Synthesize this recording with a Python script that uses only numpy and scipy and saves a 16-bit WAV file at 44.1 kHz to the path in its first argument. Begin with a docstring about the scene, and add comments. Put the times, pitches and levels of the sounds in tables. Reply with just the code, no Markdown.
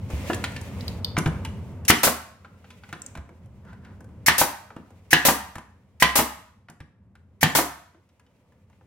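"""A small bare room, a stereo microphone a metre from a wood wall panel: a pneumatic nailer drives five nails.
At each shot the valve hisses, the driver strikes, then the exhaust blows and the piston thumps home.
Between shots the tool knocks, slides and clinks. The walls give a short echo.
Behind it lie house rumble, room murmur and cloth rustle, which sink at each shot and creep back."""
import sys
import numpy as np
from scipy import signal
from scipy.fft import rfft, irfft, next_fast_len
from scipy.io import wavfile
from scipy.ndimage import uniform_filter1d

SR = 44100
rng = np.random.default_rng(int(sys.argv[2]) if len(sys.argv) > 2 else 0)


def put_to_file(sound):
    """Save the sound as 16-bit audio at rate SR, in the file named by the first command-line argument."""
    columns = np.atleast_2d(sound).T  # one column per channel
    safe = np.clip(columns, -1, 1)
    whole_steps = np.round(safe * 32767)
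    wavfile.write(sys.argv[1], SR, whole_steps.astype(np.int16))


N = 390726
T = np.arange(2 * SR // 5) / SR  # time within one event [s]

# driver hits the nail: (time [s], snap [dB], panel [dB], crack [dB], boom [dB], boom [Hz], pull [dB])
STRIKES = [(1.902, -2, -6, -12, -25, 300.9, 0), (4.2838, 1.5, -7, -15, -33.5, 191.7, -9.5),
           (5.1303, -0.5, -5.5, -10, -27.5, 202.6, -9), (6.0236, 0, -5, -10, -29, 195, -10.5),
           (7.43, -2, -9, -11, -24.5, 161.5, -13.5)]
# modes of the driver blade on the nail head: (frequency [Hz], level [dB], t60 [s])
BLADE_MODES = [(1140, -1.5, 0.0035), (1830, 0, 0.015), (2820, -15, 0.0089)]
# modes of the panel and tool body: (frequency [Hz], level [dB], t60 [s])
PANEL_MODES = [(480, -5, 0.0087), (527, -3.5, 0.006), (696, -5, 0.058), (827, -2.5, 0.039),
               (990, -7.5, 0.12), (1050, -1, 0.017), (1460, -2, 0.033), (1417, 1, 0.026), (1643, 2, 0.045),
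               (2052, -7, 0.022), (2220, 0.5, 0.015), (2790, -4.5, 0.049), (3070, -14.5, 0.11)]
CAVITY_HZ, CAVITY_DB = 75, -30  # the hollow wall's deep answer, level relative to the blow

def driver_strikes(pull_s=0.0019):
    """The panel is drawn in for a moment; the blade snaps on the nail and the wall rings and booms."""
    out = np.zeros((2, N))
    for s, snap_db, panel_db, crack_db, boom_db, boom_hz, pull_db in STRIKES:
        add(out, s - pull_s, -undb(pull_db) * (T / pull_s) ** 2 * (T < pull_s))
        blow = undb(snap_db) * ring(BLADE_MODES) + undb(boom_db) * wall_boom(boom_hz)
        blow += undb(panel_db + CAVITY_DB) * wall_boom(CAVITY_HZ)
        wood_noise = band(noise([(1295, 1400, 0.54), (2820, 1600, 0.55)], 0.58), 1500, 4400)
        panel = 1.3 * ring(PANEL_MODES) + 1.045 * fade(.18) * wood_noise
        crack = (2 * fade(0.022) + fade(.05)) * noise(EXHAUST_BANDS)
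        add(out, s, blow + undb(panel_db) * panel + undb(crack_db) * crack)
    return out

# modes of the panel and wall cavity: (frequency [Hz], level [dB], t60 [s])
WALL_MODES = [(69.5, -3.5, 0.6), (100, -2, 0.062), (151, 0, 0.072), (194, 1.5, 0.055), (230, -1, 0.062),
              (281.5, 1.5, 0.07), (392, 3, 0.038)]

def wall_boom(near_hz):
    """The hollow wall's low boom under a blow; rms 1 over its first 20 ms."""
    boom = ring(WALL_MODES, near_hz, octaves=0.51) * rise(0.00034)
    return boom / boom[:SR // 50].std()

# trigger valve opens: (time [s], level [dB], rise [s])
VALVES = [(1.880, -7, 0.0021), (4.2614, -10, 0.0011), (5.1057, -19, 0.0029), (5.9992, -21.5, 0.0024),
          (7.4082, -21.5, 0.0039)]
# air through the valve: (centre [Hz], width [Hz], level [dB])
VALVE_BANDS = [(2160, 720, 0), (5660, 1100, 0), (10900, 7000, 5)]

def valve_hiss():
    """Supply air rushes in until just after the driver bottoms out."""
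    out = np.zeros((2, N))
    for (s, db, rise_s), (strike_s, *_) in zip(VALVES, STRIKES):
        since_cutoff = np.maximum(T - (strike_s - s) - .002, 0)
        rush = rise(rise_s) * np.exp(-since_cutoff / .006)
        add(out, s, undb(db) * rush * noise(VALVE_BANDS), left_db=1.5)
    return out

# exhaust port opens: (time [s], hiss [dB], low puff [dB])
EXHAUSTS = [(2.0319, -10, -8.5), (4.381, -10.5, -18.5), (5.2504, -8.5, -9), (6.155, -10.5, -10),
            (7.55, -11.5, -8)]
# escaping air, also the colour of the strike's crack: (centre [Hz], width [Hz], level [dB])
EXHAUST_BANDS = [(2330, 2200, -8.5), (6250, 5200, -2), (12600, 5400, 0.5)]

def exhaust(full_flow_s=0.025, vent_t60=0.22):
    """Air vents at full flow while the piston travels back, then the pressure bleeds away."""
    out = np.zeros((2, N))
    flow = rise(0.00035) * 1000. ** (-np.maximum(T - full_flow_s, 0) / vent_t60)
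    for s, hiss_db, puff_db in EXHAUSTS:
        hiss = undb(hiss_db) * flow * noise(EXHAUST_BANDS, 0.49)
        puff = undb(puff_db) * fade(0.16, 0.0015) * noise([(537, 1000, 0)], 0.57)
        add(out, s, hiss + puff, left_db=1.5)
    return out

# piston lands: (time [s], level [dB], pitch [Hz], boom [dB])
PISTON_RETURNS = [(2.069, -6.5, 766, -28.5), (4.413, -6.5, 900, -33), (5.284, -3.5, 730, -26.5),
                  (6.189, -5.5, 796, -29), (7.586, -8.5, 900, -29)]

def piston_thumps(boom_hz=266):
    """The piston thumps home and shakes tool, panel and wall cavity."""
    out = np.zeros((2, N))
    for s, db, hz, boom_db in PISTON_RETURNS:
        boom = undb(boom_db) * wall_boom(boom_hz)
        panel = 0.5 * ring(PANEL_MODES, hz, octaves=0.4)
        clack = fade(0.093, 0.0012) * band(noise([(hz, 1100, 0)], .8), hz, 2600)
        cavity = undb(CAVITY_DB - 3.5) * wall_boom(CAVITY_HZ)
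        add(out, s, boom + undb(db) * (panel + clack + cavity))
    return out

# tool, hose and hands touch panel or floor: (time [s], panel [dB], pitch [Hz], tick [dB])
KNOCKS = [(0.102, -30, 450, -41), (0.3, -19, 704, -51), (0.332, -27, 2500, -33), (0.345, -42, 401, -25.5),
          (0.44, -19.5, 2250, -26), (0.519, -43, 431, -41), (0.563, -31, 2490, -40),
          (0.613, -46, 526, -35.5), (1.167, -17.5, 1350, -44), (1.179, -28, 1450, -27),
          (1.185, -22.5, 1000, -17), (1.259, -20, 1160, -33), (1.274, -26, 520, -36),
          (1.449, -29, 1702, -31.5), (1.851, -40, 2940, -30.5), (2.447, -38.5, 943, -73),
          (2.643, -46.5, 1590, -67), (2.704, -42, 2350, -49), (2.835, -41.5, 1560, -71),
          (2.89, -44, 1760, -49), (2.927, -28, 1380, -37), (3.152, -34.5, 1110, -43),
          (3.173, -36.5, 1003, -46), (3.291, -41, 401, -59), (3.459, -56, 425, -59),
          (3.65, -48, 475.5, -61), (3.73, -45.5, 1010, -56), (3.848, -47.5, 1740, -57.5),
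          (4.006, -42, 431, -49.5), (4.043, -47, 435, -53), (4.09, -55, 533, -68.5),
          (4.704, -36.5, 640, -64.5), (4.764, -36, 694, -51.5), (4.905, -48.5, 474, -56.5),
          (5.555, -33, 1306, -36), (5.582, -33.5, 875, -40), (6.685, -41.5, 1140, -62.5),
          (6.699, -45, 784, -42.5), (6.803, -41.5, 1558, -51.5), (7.153, -51.5, 1350, -57),
          (7.947, -48, 432, -75), (8.09, -62.5, 2500, -64.5), (8.196, -54.5, 1288, -56.5),
          (8.264, -61, 2004, -72.5), (8.522, -56.5, 665, -68.5), (8.699, -58, 885, -64),
          (8.729, -60.5, 1300, -75), (8.81, -49.5, 402, -84)]

def knocks():
    """Each light contact rings the panel and scrapes on it, with a bright tick on top."""
    out = np.zeros((2, N))
    for s, panel_db, hz, tick_db in KNOCKS:
        panel = 0.7 * ring(PANEL_MODES, hz, octaves=7.1)
        scrape = 0.8 * fade(0.071, 0.00043) * noise([(hz, 1.1 * hz, 0)], 1.0)
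        knock = band(panel + scrape, hz, 1.7 * hz)
        tick = fade(0.026, 0.00037) * band(noise([(6600, 6200, 0)], .65), 9800, 9000)
        add(out, s, 2 * (undb(panel_db) * knock + undb(tick_db) * tick))
    return out

# bumps of tool and knee: (time [s], level [dB], boom [Hz])
BUMPS = [(0.136, -24, 70), (0.298, -28, 350), (1.179, -21, 210), (1.26, -23, 158), (1.268, -24.5, 71.5),
         (2.931, -41.5, 197), (3.164, -41.5, 175), (3.182, -37, 70.5), (4.766, -39, 186), (5.562, -40, 110),
         (6.697, -49.5, 183), (6.807, -41.5, 129), (7.439, -21, 135)]

def bumps():
    """Heavier contacts set the wall booming."""
    out = np.zeros((2, N))
    for s, db, hz in BUMPS:
        add(out, s, undb(db) * wall_boom(hz))
    return out

# small steel parts touch: (time [s], level [dB], main ring [Hz])
CLINKS = [(0.808, -29.5, 4450), (0.88, -17.5, 4330), (1.046, -10.5, 4200), (3.019, -24, 7040),
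          (3.063, -25.5, 7200)]
# their resonances: (centre [x main ring], width [x main ring], level [dB])
STEEL_BANDS = [(.92, 0.14, 6), (1.05, 0.14, 8), (1.18, 0.15, -15), (1.9, 0.2, -10), (2.85, .3, -5),
               (3.3, .25, -16)]

def clinks():
    """A short, rough tap excites the resonances of a steel part."""
    out = np.zeros((2, N))
    for s, db, hz in CLINKS:
        tap = fade(0.02, .0001) * (1 + rng.standard_normal((2, len(T))))
        steel = sum(undb(level) * band(band(tap, k * hz, width * hz), k * hz, 2 * width * hz) / width
                    for k, width, level in STEEL_BANDS)
        add(out, s, undb(db) * (steel / np.abs(steel).max() + 0.15 * band(tap, 6000, 10000)))
    return out

# the tool's nose slides: (time [s], length [s], level [dB])
SLIDES = [(3.629, .33, -54)]
# resonances of the rubbed panel: (centre [Hz], width [Hz], level [dB])
SLIDE_BANDS = [(970, 120, -1.5), (1420, 150, -1), (1800, 250, -5.5)]

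def nose_slide():
    """The nose rubs over the panel with an uneven grip, swelling and fading."""
    out = np.zeros((2, N))
    for s, length, db in SLIDES:
        swell = np.sqrt(np.sin(np.pi * np.clip(T / length, 0, 1)).clip(0))
        grip = undb(4.0 * wander(25.)[:len(T)])
        add(out, s, undb(db) * swell * grip * noise(SLIDE_BANDS, 0.69))
    return out

# echo of the bare room: (centre [Hz], t60 [s], level [dB])
ROOM_BANDS = [(126, 0.77, -13.5), (271, 0.27, -1.5), (487, 0.18, -20.5), (1120.5, 0.56, -8.5),
              (1950, 0.5, -14.5), (3860, 0.56, -16.5), (8050, 0.41, -14.5), (13200, 0.19, -21.5)]

def room_echo(direct, onset_s=0.0032, wide_hz=3800):
    """Dense reflections build quickly; each band dies at its own rate, the bass alike left and right."""
    t = np.arange(2 * SR // 3) / SR
    echo = np.zeros((2, len(t)))
    for hz, t60, db in ROOM_BANDS:
        tail = band(band(rng.standard_normal((2, len(t))), hz, 1.5 * hz), hz, 1.5 * hz)
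        tail *= (1 - np.exp(-t / onset_s)) * 1000. ** (-t / t60)
        mid, side = tail / np.linalg.norm(tail[0])
        spread = min(np.sqrt(hz / wide_hz), 1)
        echo += undb(db) * np.sqrt(hz / SR) * 2 * stereo(mid, spread * side)
    return signal.oaconvolve(direct.mean(axis=0)[None], echo, axes=1)[:, :N]

# spectra of house rumble, room murmur and cloth rustle: (frequency [Hz], relative density [dB])
RUMBLE_SPECTRUM = [(15, -60), (25, -26.5), (64, -6), (87, 7), (156, -7), (199, -1.5), (286, -18),
                   (325, -23), (400, -17), (520, -52.5), (880, -120)]
MURMUR_SPECTRUM = [(150, -33.5), (250, -2.5), (371, -16.5), (486, -6.5), (793, -17.5), (927, -14.5),
                   (3000, -39), (3900, -55.5), (6600, -120)]
RUSTLE_SPECTRUM = [(1180, -24.5), (2000, 0.5), (2380, -1.5), (4120, -10.5), (6880, -12), (13400, -17),
                   (16000, -19)]
# cloth moving, before the background sinks: (time [s], level [dB])
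CLOTH_LEVELS = [(0.08, -58.5), (0.11, -47), (0.31, -41.5), (0.52, -53), (0.89, -49.5), (1.16, -64.5),
                (1.35, -57.5), (1.84, -65.5), (2.691, -48.5), (3.05, -45.5), (3.25, -58.5), (3.8, -62),
                (4.24, -64), (4.801, -49.5), (5.8, -55.5), (7.0, -68), (8.1, -50.5), (8.86, -52.5)]

def background(rumble_db=-35, murmur_db=-47, still_cloth_db=-59.5):
    """Low house rumble, bright cloth rustle and a mid murmur that swells as the cloth moves."""
    cloth_db = np.interp(np.arange(N) / SR, *np.transpose(CLOTH_LEVELS))
    swell_db = 0.44 * (cloth_db - still_cloth_db)
    rustle = undb(cloth_db) * wash(RUSTLE_SPECTRUM, .55, flicker_db=1.5, flicker_hz=40)
    rumble = undb(rumble_db) * wash(RUMBLE_SPECTRUM, .89, flicker_db=1.0, flicker_hz=10)
    murmur = undb(murmur_db + swell_db) * wash(MURMUR_SPECTRUM, .78, flicker_db=1.3, flicker_hz=7.5)
    return rumble + murmur + rustle

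# the background sinks at each shot: (time [s], depth [dB])
SINKS = [(1.95, -22), (4.33, -22.5), (5.18, -24.5), (6.07, -27.5), (7.48, -31.5)]

def sinking(drop_s=0.1, creep_db_per_s=6.5):
    """Gain of the background: a quick drop at each shot, a steady climb afterwards."""
    t, db = np.arange(N) / SR, np.zeros(N)
    for s, depth_db in SINKS:
        climb_db = np.minimum(depth_db + creep_db_per_s * (t - s), 0)
        db += np.clip((t - s) / drop_s, 0, 1) * (climb_db - db)
    return undb(db)

def undb(db):
    """Decibels to gain."""
    return 10 ** (np.asarray(db) / 20)

def band(x, hz, width):
    """Two-pole band-pass, gain 1 at the centre."""
    return signal.lfilter(*signal.iirpeak(min(hz, .4 * SR), hz / width, fs=SR), x)

def rise(rise_s):
    """Exponential approach from 0 to 1."""
    return 1 - np.exp(-T / rise_s)

def fade(t60, rise_s=0.00092):
    """Quick rise, exponential fall."""
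    return rise(rise_s) * 1000. ** (-T / t60)

def stereo(mid, side):
    """Mid and side to left and right."""
    return np.array([mid + side, mid - side])

def ring(modes, near_hz=None, octaves=1.0, scatter_db=6.5):
    """One blow: modes near the struck spot's pitch speak most; strength, tuning and phase vary; peak 1."""
    hz, db, t60 = np.transpose(modes)[:, :, None]
    strength, detune, phase = rng.standard_normal((3, len(modes), 1))
    if near_hz:
        db = db - 6 * (np.log2(hz / near_hz) / octaves) ** 2
    cycles = hz * (1 + 0.05 * detune) * T + .15 * phase
    partials = undb(db + scatter_db * strength) * np.sin(2 * np.pi * cycles) * 1000. ** (-T / t60)
    y = partials.sum(axis=0) * rise(0.00019)
    return y / np.abs(y).max()

def noise(bands, likeness=0.55):
    """Noise through wide resonances, identical left and right at likeness 1; rms 0.5."""
    mid, side = (sum(undb(db) * band(rng.standard_normal(len(T)), hz, width) / np.sqrt(width)
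                     for hz, width, db in bands) for _ in range(2))
    y = stereo(likeness * mid, (1 - likeness) * side)
    return y / y.std() / 2

def wander(rate_hz):
    """Random steps, smoothed twice; spread 1."""
    hold = int(SR / rate_hz)
    steps = np.repeat(rng.standard_normal(N // hold + 1), hold)
    y = uniform_filter1d(uniform_filter1d(steps, hold), hold)[:N]
    return y / y.std()

def wash(spectrum, likeness, flicker_db, flicker_hz):
    """Continuous stereo noise of a given spectrum with a flickering level; rms 1."""
    hz, db = np.transpose(spectrum)
    size = next_fast_len(N)
    bin_hz = np.arange(size // 2 + 1) * SR / size
    gain = undb(np.interp(np.log(bin_hz + 1), np.log(hz), db, left=-90, right=-90))
    mid, side = irfft(rfft(rng.standard_normal((2, size))) * gain, size)[:, :N]
    y = stereo(likeness * mid, (1 - likeness) * side) * undb(flicker_db * wander(flicker_hz))
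    return y / y.std()

def add(track, s, sound, left_db=0.):
    """Mixes a sound in at time s, louder on the left by left_db."""
    start = int(s * SR)
    n = min(len(T), N - start)
    track[:, start:start + n] += (sound * undb([[left_db / 2], [-left_db / 2]]))[:, :n]

def scene():
    """Tool, echo and background; the left microphone is nearer, so the right lags two samples."""
    direct = driver_strikes() + valve_hiss() + exhaust() + piston_thumps()
    direct += knocks() + bumps() + clinks() + nose_slide()
    left, right = direct + room_echo(direct) + sinking() * background()
    return np.array([left, np.concatenate([right[:2], right[:-2]])])

def record(dry, top_hz=15900):
    """The input stage clips just under full scale and the top is cut."""
    lowpass = signal.ellip(8, .2, 60, top_hz, fs=SR, output="sos")
    return signal.sosfilt(lowpass, np.clip(dry, -.96, .96))

dry = scene()
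out = record(dry)
put_to_file(out)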